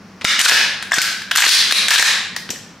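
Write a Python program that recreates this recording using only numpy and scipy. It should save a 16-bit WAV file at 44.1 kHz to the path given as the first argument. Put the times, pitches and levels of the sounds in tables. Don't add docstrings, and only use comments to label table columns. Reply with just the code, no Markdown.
import sys
import numpy as np
from scipy import signal
from scipy.fft import rfft, irfft, next_fast_len
from scipy.io import wavfile
from scipy.ndimage import uniform_filter1d, minimum_filter1d

SR = 44100
rng = np.random.default_rng(int(sys.argv[2]) if len(sys.argv) > 2 else 0)


def put_to_file(sound):
    columns = np.atleast_2d(sound).T
    safe = np.clip(columns, -1, 1)
    whole_steps = np.round(safe * 32767)
    wavfile.write(sys.argv[1], SR, whole_steps.astype(np.int16))


N = 123479

# frequency in Hz, spectral level in dB.
VENT_SPECTRUM = [(20, -23), (50, -17.5), (100, -2.5), (130, -6), (190, 5.5), (260, -5), (480, -10.5),
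                 (700, -13.5), (1200, -11), (2000, -16), (3600, -25), (5600, -21), (8000, -37.5),
                 (15000, -45)]
# frequency in Hz, T60 in seconds.
HALL_DECAY = [(150, 0.88), (550, 0.79), (1500, 0.73), (3700, 0.71), (7000, 0.53), (10000, 0.46),
              (15000, 0.34)]
# frequency in Hz, gain in dB.
HALL_EQ = [(100, -10), (400, -7.5), (1000, -7), (2000, -5), (4000, -3), (8000, -4), (15000, -2)]
# frequency in Hz, side over mid in dB.
HALL_WIDTH = [(60, -50), (380, -17), (950, -15.5), (2400, -10.5), (6000, -6.5), (15000, 0)]
GUN_WIDTH = [(200, -20), (1500, -22.5), (5000, -7.5), (14000, -3)]
# start in seconds, level in dB, centre in Hz.
THUD_HITS = [(0.214, -32, 252), (0.244, -15, 237), (.2495, -17, 207), (.497, -8, 614), (.519, -11.5, 500),
             (0.976, -23, 193), (.9845, -22, 344), (1.315, -22.5, 766), (1.467, -13.5, 375),
             (1.491, -21, 303), (1.723, -15.5, 288), (1.9072, -21, 1030), (1.998, -5, 930),
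             (2.027, -10.5, 840), (2.364, -24, 1000), (2.493, -28, 169), (2.503, -27.5, 225),
             (2.532, -31.5, 286)]
# multiple of its centre, spectral level in dB.
THUD_SPECTRUM = [(.15, -24.5), (.5, -3.5), (1, 4), (1.6, 1.5), (3, -3.5), (10, -61)]
# start in seconds, length in seconds, relative rattle in dB.
SLIDE_STROKES = [(.393, .125, 0), (.921, .058, -13), (1.359, .132, -1), (1.886, .148, -1)]
# start in seconds, level in dB, pitch in Hz.
PING_HITS = [(.3915, -7, 2910), (.461, -1.5, 2600), (.9305, -11.5, 3520), (1.0168, -11, 4425),
             (1.372, -3, 4370), (1.466, 4, 4120), (1.491, 2, 3710), (1.883, -4.5, 3810), (1.997, -4, 3950)]
# multiple of its pitch, level in dB, T60 in seconds.
PING_MODES = [(.94, -5, .014), (1, 0, .022), (1.07, -6, .014)]
# start in seconds, level in dB.
KNOCK_HITS = [(0.9185, -15), (0.9335, -15.5)]
CLINK_HITS = [(0.9198, -14), (0.9306, -27), (0.9403, -6.5), (1.0242, -15), (2.5033, -14), (2.5115, -25)]
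# frequency in Hz, spectral level in dB.
CLINK_SPECTRUM = [(300, -47), (2500, -14), (3200, -4), (4200, -10), (5550, 3), (6700, -1), (8100, -1),
                  (9500, -17), (13300, -16), (15000, -36)]
CRACK_SPECTRUM = [(30, -90), (120, -34), (400, -30), (800, -12), (1150, -9), (1600, 0), (2400, 0.5),
                  (3100, 0.5), (3900, 1.5), (5000, -0.5), (7500, -5), (10000, -11.5), (13400, -17),
                  (15500, -26)]
# frequency in Hz, level in dB, T60 in seconds.
SHELL_MODES = [(690, 1, .03), (1090, 1, .022), (3575, -8, .1), (5313, -6, .18)]
CATCH_MODES = [(1350, -2, .018), (2170, 2, .016), (2880, 0, .018), (3650, 0, .018), (4400, -4, .011)]
LATCH_MODES = [(1600, -8, .018), (2150, -5, .018), (2440, -2, .022), (3890, 2, .028), (4100, -4, .016),
               (4520, -7, .014), (12300, -15, .006)]
RECEIVER_MODES = [(705, -20, .02), (1120, -16, .014), (1340, -9, .026), (1460, -5, .03), (1555, -1, .038),
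                  (1645, 0, .038), (1775, -5, .026), (1970, -9, .02), (2550, -14, .018)]
# time in seconds, pitch factor.
RECEIVER_PITCH = [(.41, 1.15), (.462, .88), (.495, 1.01), (.512, 1.1), (.52, .95), (.92, 1.08), (.985, .98),
                  (1.36, 1.05), (1.96, 1.05), (1.996, 1.2), (2.026, 1.13)]
# start in seconds, crack in dB, relative ring in dB, crack tilt in dB/octave.
CLACK_HITS = [ (0.211, -23, -27, -3.5), (0.217, -22, -37, -7.5), (0.2442, -14.5, -27, 3),
              (0.2493, 8, 0, -1), (0.392, -2.5, -6, -1), (0.4, -2.5, -15, -2), (.414, 7.5, 7.5, -1),
              (0.445, -21, -13, 3), (0.4602, -3.5, 7.5, -2), (.468, -10, 1.5, -4), (0.486, -9, -17, -8),
              (.495, 12.5, 13, -1.5), (0.512, -0.5, 5, -7), (.519, -4.5, 4, -7), (.825, -15.5, -35, -4.5),
              (0.9117, -26, -15, 0), (0.9185, -17, 3.5, -16), (0.933, -12.5, -0.5, -6.5),
              (.9402, -17, 0, 4), (0.963, -24, -16, -20), (0.9742, -30, -9, 5), (.984, 4, 10.5, -1.5),
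              (1.0166, -2, -8, 1), (1.023, -8.5, -20, 7.5), (1.163, -31, -25, -4), (1.2176, -23, -17, -1),
              (1.311, -12, -11, -2), (1.3141, -6, -1.5, -1.5), (1.353, -9.5, -12.5, -0.5),
              (1.359, -4.5, -1.5, 1), (1.372, 3, -2, 3), (1.379, 4.5, -17, -6), (1.385, 1, 3, -0.5),
              (1.405, -2, 5, 4), (1.421, 5, 1, -2.5), (1.439, 0.5, 3, -9), (1.465, 4.5, -20, -4),
              (1.479, -4.5, -24, -1), (1.491, 16.5, -11, 1.5), (1.71, -9, -3.5, -0.5), (1.723, 9, 3, -1),
              (1.8832, 0.5, 1.5, 0), (1.8884, -14, -6, -9), (1.906, 7, 1, 0), (1.91, -9, 7, -10),
              (1.914, 1, 3.5, -3), (1.942, -7, -10, -0.5), (1.959, 9.5, 7, -2), (1.966, -13, -9, -2),
              (1.996, 9.5, 11, -1.5), (2.026, -2.5, 5, 2), (2.363, -15, -12.5, 1.5), (2.49, -20, -50, -4.5),
              (2.5035, -19.5, -31, 3.5), (2.559, -37, -24.5, -4)]

HIT_TIME = np.arange(SR // 7) / SR


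def amp(db):
    return 10 ** (np.asarray(db) / 20)


def unit_rms(x):
    return x / np.sqrt(np.mean(x ** 2) + 1e-20)


def decay(t, t60):
    return np.exp(-np.log(1000) * t / t60)


def match_energy(x, envelope):
    return x * np.linalg.norm(envelope) / np.linalg.norm(x)


def mix_in(track, start_s, x):
    part = track[max(round(start_s * SR), 0):][:len(x)]
    part += x[:len(part)]


def curve_at(points, hz):
    point_hz, values = np.transpose(points)
    return np.interp(np.log(hz + 1), np.log(point_hz + 1), values)


def filtered(x, response):
    n = x.shape[-1]
    size = next_fast_len(n + SR // 10)
    return irfft(rfft(x, size) * response(np.fft.rfftfreq(size, 1 / SR)), size)[..., :n]


def coloured(x, spectrum, tilt_db=0, size=2048):
    hz = np.fft.rfftfreq(size, 1 / SR)
    octaves = np.log2(np.maximum(hz, 1000) / 1000)
    gain = unit_rms(amp(curve_at(spectrum, hz) + tilt_db * octaves))
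    cepstrum = irfft(np.log(gain + 1e-6))
    cepstrum[1:size // 2] *= 2
    cepstrum[size // 2 + 1:] = 0
    impulse = irfft(np.exp(rfft(cepstrum)))
    return signal.fftconvolve(x, impulse)[:len(x)]


def stereo(mid, side, width):
    side = filtered(side, lambda hz: amp(curve_at(width, hz)))
    return np.array([mid + side, mid - side])


def noise_hit(envelope, spectrum, tilt_db=0):
    x = envelope * rng.standard_normal(len(envelope))
    for _ in range(3):
        bins = rfft(x)
        x = irfft(bins / (np.abs(bins) + 1e-12), len(envelope))
        x *= envelope / np.sqrt(np.abs(uniform_filter1d(x * x, size=40)) + 1e-14)
    return match_energy(coloured(x, spectrum, tilt_db), envelope)


def ring_hit(envelope, modes, pitch=1, rise_s=0.00042):
    hz, db, t60 = np.transpose(modes)[:, :, None]
    level, detune, phase = rng.standard_normal((3, len(hz), 1))
    cycles = hz * pitch * (1 + 0.0047 * detune) * HIT_TIME + phase
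    partials = amp(db + 2 * level) * decay(HIT_TIME, t60) * np.sin(2 * np.pi * cycles)
    attack = 1 - np.exp(-HIT_TIME / rise_s)
    return match_energy(partials.sum(0) * attack, envelope)


def ventilation(rush_db=-42, hum_db=-66, hum_hz=191, half_width_hz=18):
    rush = filtered(rng.standard_normal((2, N)), lambda hz: amp(curve_at(VENT_SPECTRUM, hz)))
    hum = filtered(rng.standard_normal(N), lambda hz: 1 / (1 + ((hz - hum_hz) / half_width_hz) ** 2))
    return amp(rush_db) * stereo(*unit_rms(rush), HALL_WIDTH) + amp(hum_db) * unit_rms(hum)


def hall_echo(gun, predelay_s=0.0043, build_s=0.0069, tail_count=28):
    out, t = np.zeros((2, N)), np.arange(SR) / SR
    build = 1 - np.exp(-np.maximum(t - predelay_s, 0) / build_s)
    mean_t60 = np.mean(HALL_DECAY, axis=0)[1]
    for stretch in np.array_split(np.arange(N), tail_count):
        hz, frame_s, noise = signal.stft(rng.standard_normal((2, SR)), SR, nperseg=256)
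        damped = noise * decay(frame_s, curve_at(HALL_DECAY, hz)[:, None])
        tail = build * signal.istft(damped, SR)[1][:, :SR]
        tail /= np.linalg.norm(build * decay(t, mean_t60))
        for channel, impulse in zip(out, tail):
            mix_in(channel, stretch[0] / SR, signal.fftconvolve(gun[stretch], impulse))
    mid, side = filtered(out, lambda hz: amp(curve_at(HALL_EQ, hz)))
    return stereo(mid, side, HALL_WIDTH)


def thuds(t60_s=0.037):
    out, envelope = np.zeros(N), decay(HIT_TIME, t60_s)
    for start, db, centre_hz in THUD_HITS:
        spectrum = np.array(THUD_SPECTRUM) * [centre_hz, 1]
        mix_in(out, start, amp(db) * noise_hit(envelope, spectrum))
    return out


def slide_rattle(ticks_per_s=500, spread_db=3, level_db=-10):
    out, t = np.zeros(N), np.arange(SR // 50) / SR
    ticks = (rng.random(N) < ticks_per_s / SR) * amp(spread_db * rng.standard_normal(N))
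    chatter = signal.fftconvolve(ticks, decay(t, t60=0.023))[:N] * rng.standard_normal(N)
    for start, length, db in SLIDE_STROKES:
        stroke = unit_rms(chatter[round(start * SR):round((start + length) * SR)])
        swell = np.linspace(0.5, 1.3, len(stroke))
        mix_in(out, start, amp(level_db + db) * stroke * swell)
    return coloured(out, CRACK_SPECTRUM, tilt_db=-0.5)


def contact_envelope(rise_s=0.00077, crack_t60_s=0.012, shiver_db=-8.5, shiver_t60_s=0.089):
    shiver = amp(shiver_db) * decay(HIT_TIME, shiver_t60_s)
    return (decay(HIT_TIME, crack_t60_s) + shiver) * (1 - np.exp(-HIT_TIME / rise_s))


def shell(envelope):
    out = np.zeros(N)
    for start, db in KNOCK_HITS:
        mix_in(out, start, amp(db) * ring_hit(envelope, SHELL_MODES))
    for start, db in CLINK_HITS:
        mix_in(out, start, amp(db) * noise_hit(envelope, CLINK_SPECTRUM))
    return out


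def small_parts(envelope, catch_s=0.2493, catch_db=6.5, latch_s=1.7235, latch_db=5):
    out = np.zeros(N)
    for start, db, hz in PING_HITS:
        mix_in(out, start, amp(db) * ring_hit(envelope, PING_MODES, hz))
    mix_in(out, catch_s, amp(catch_db) * ring_hit(envelope, CATCH_MODES))
    mix_in(out, latch_s, amp(latch_db) * ring_hit(envelope, LATCH_MODES))
    return out


def clacks(envelope, colour_spread_db=3.5, ring_trim_db=-5.5):
    out = np.zeros(N)
    hz, db = np.transpose(CRACK_SPECTRUM)
    for start, crack_db, ring_db, tilt_db in CLACK_HITS:
        colour = np.column_stack([hz, db + colour_spread_db * rng.standard_normal(len(hz))])
        crack = noise_hit(envelope, colour, tilt_db)
        pitch = np.interp(start, *np.transpose(RECEIVER_PITCH))
        ring = ring_hit(envelope, RECEIVER_MODES, pitch)
        mix_in(out, start, amp(crack_db) * crack + amp(ring_db + ring_trim_db) * ring)
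    return out


def scene(lean_left_db=0.34):
    envelope = contact_envelope()
    gun = clacks(envelope) + small_parts(envelope) + shell(envelope) + slide_rattle() + thuds()
    scatter = rng.standard_normal(SR // 400)
    side = signal.fftconvolve(gun, scatter / np.linalg.norm(scatter))[:N]
    mix = stereo(gun, side, GUN_WIDTH) + hall_echo(gun) + ventilation()
    return mix * amp([[lean_left_db], [-lean_left_db]])


def record(dry, threshold_db=-2, attack_s=0.00038, release_s=0.034, peak_stop=0.98, lowpass_hz=15780):
    t, lag = np.arange(N) / SR, np.exp(-1 / (attack_s * SR))
    peak_db = 20 * np.log10(np.abs(dry).max(0) + 1e-9)
    over_db = np.maximum(peak_db - threshold_db, 1e-9)
    held_db = np.exp(np.maximum.accumulate(np.log(over_db) + t / release_s) - t / release_s)
    duck_db = signal.lfilter([1 - lag], [1, -lag], held_db)
    ducked = dry * amp(-duck_db)
    stop_gain = np.minimum(1, peak_stop / (np.abs(ducked).max(0) + 1e-9))
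    smooth_gain = uniform_filter1d(minimum_filter1d(stop_gain, size=41), size=41)
    return filtered(ducked * smooth_gain, lambda hz: hz < lowpass_hz)


dry = scene()
out = record(dry)
put_to_file(out)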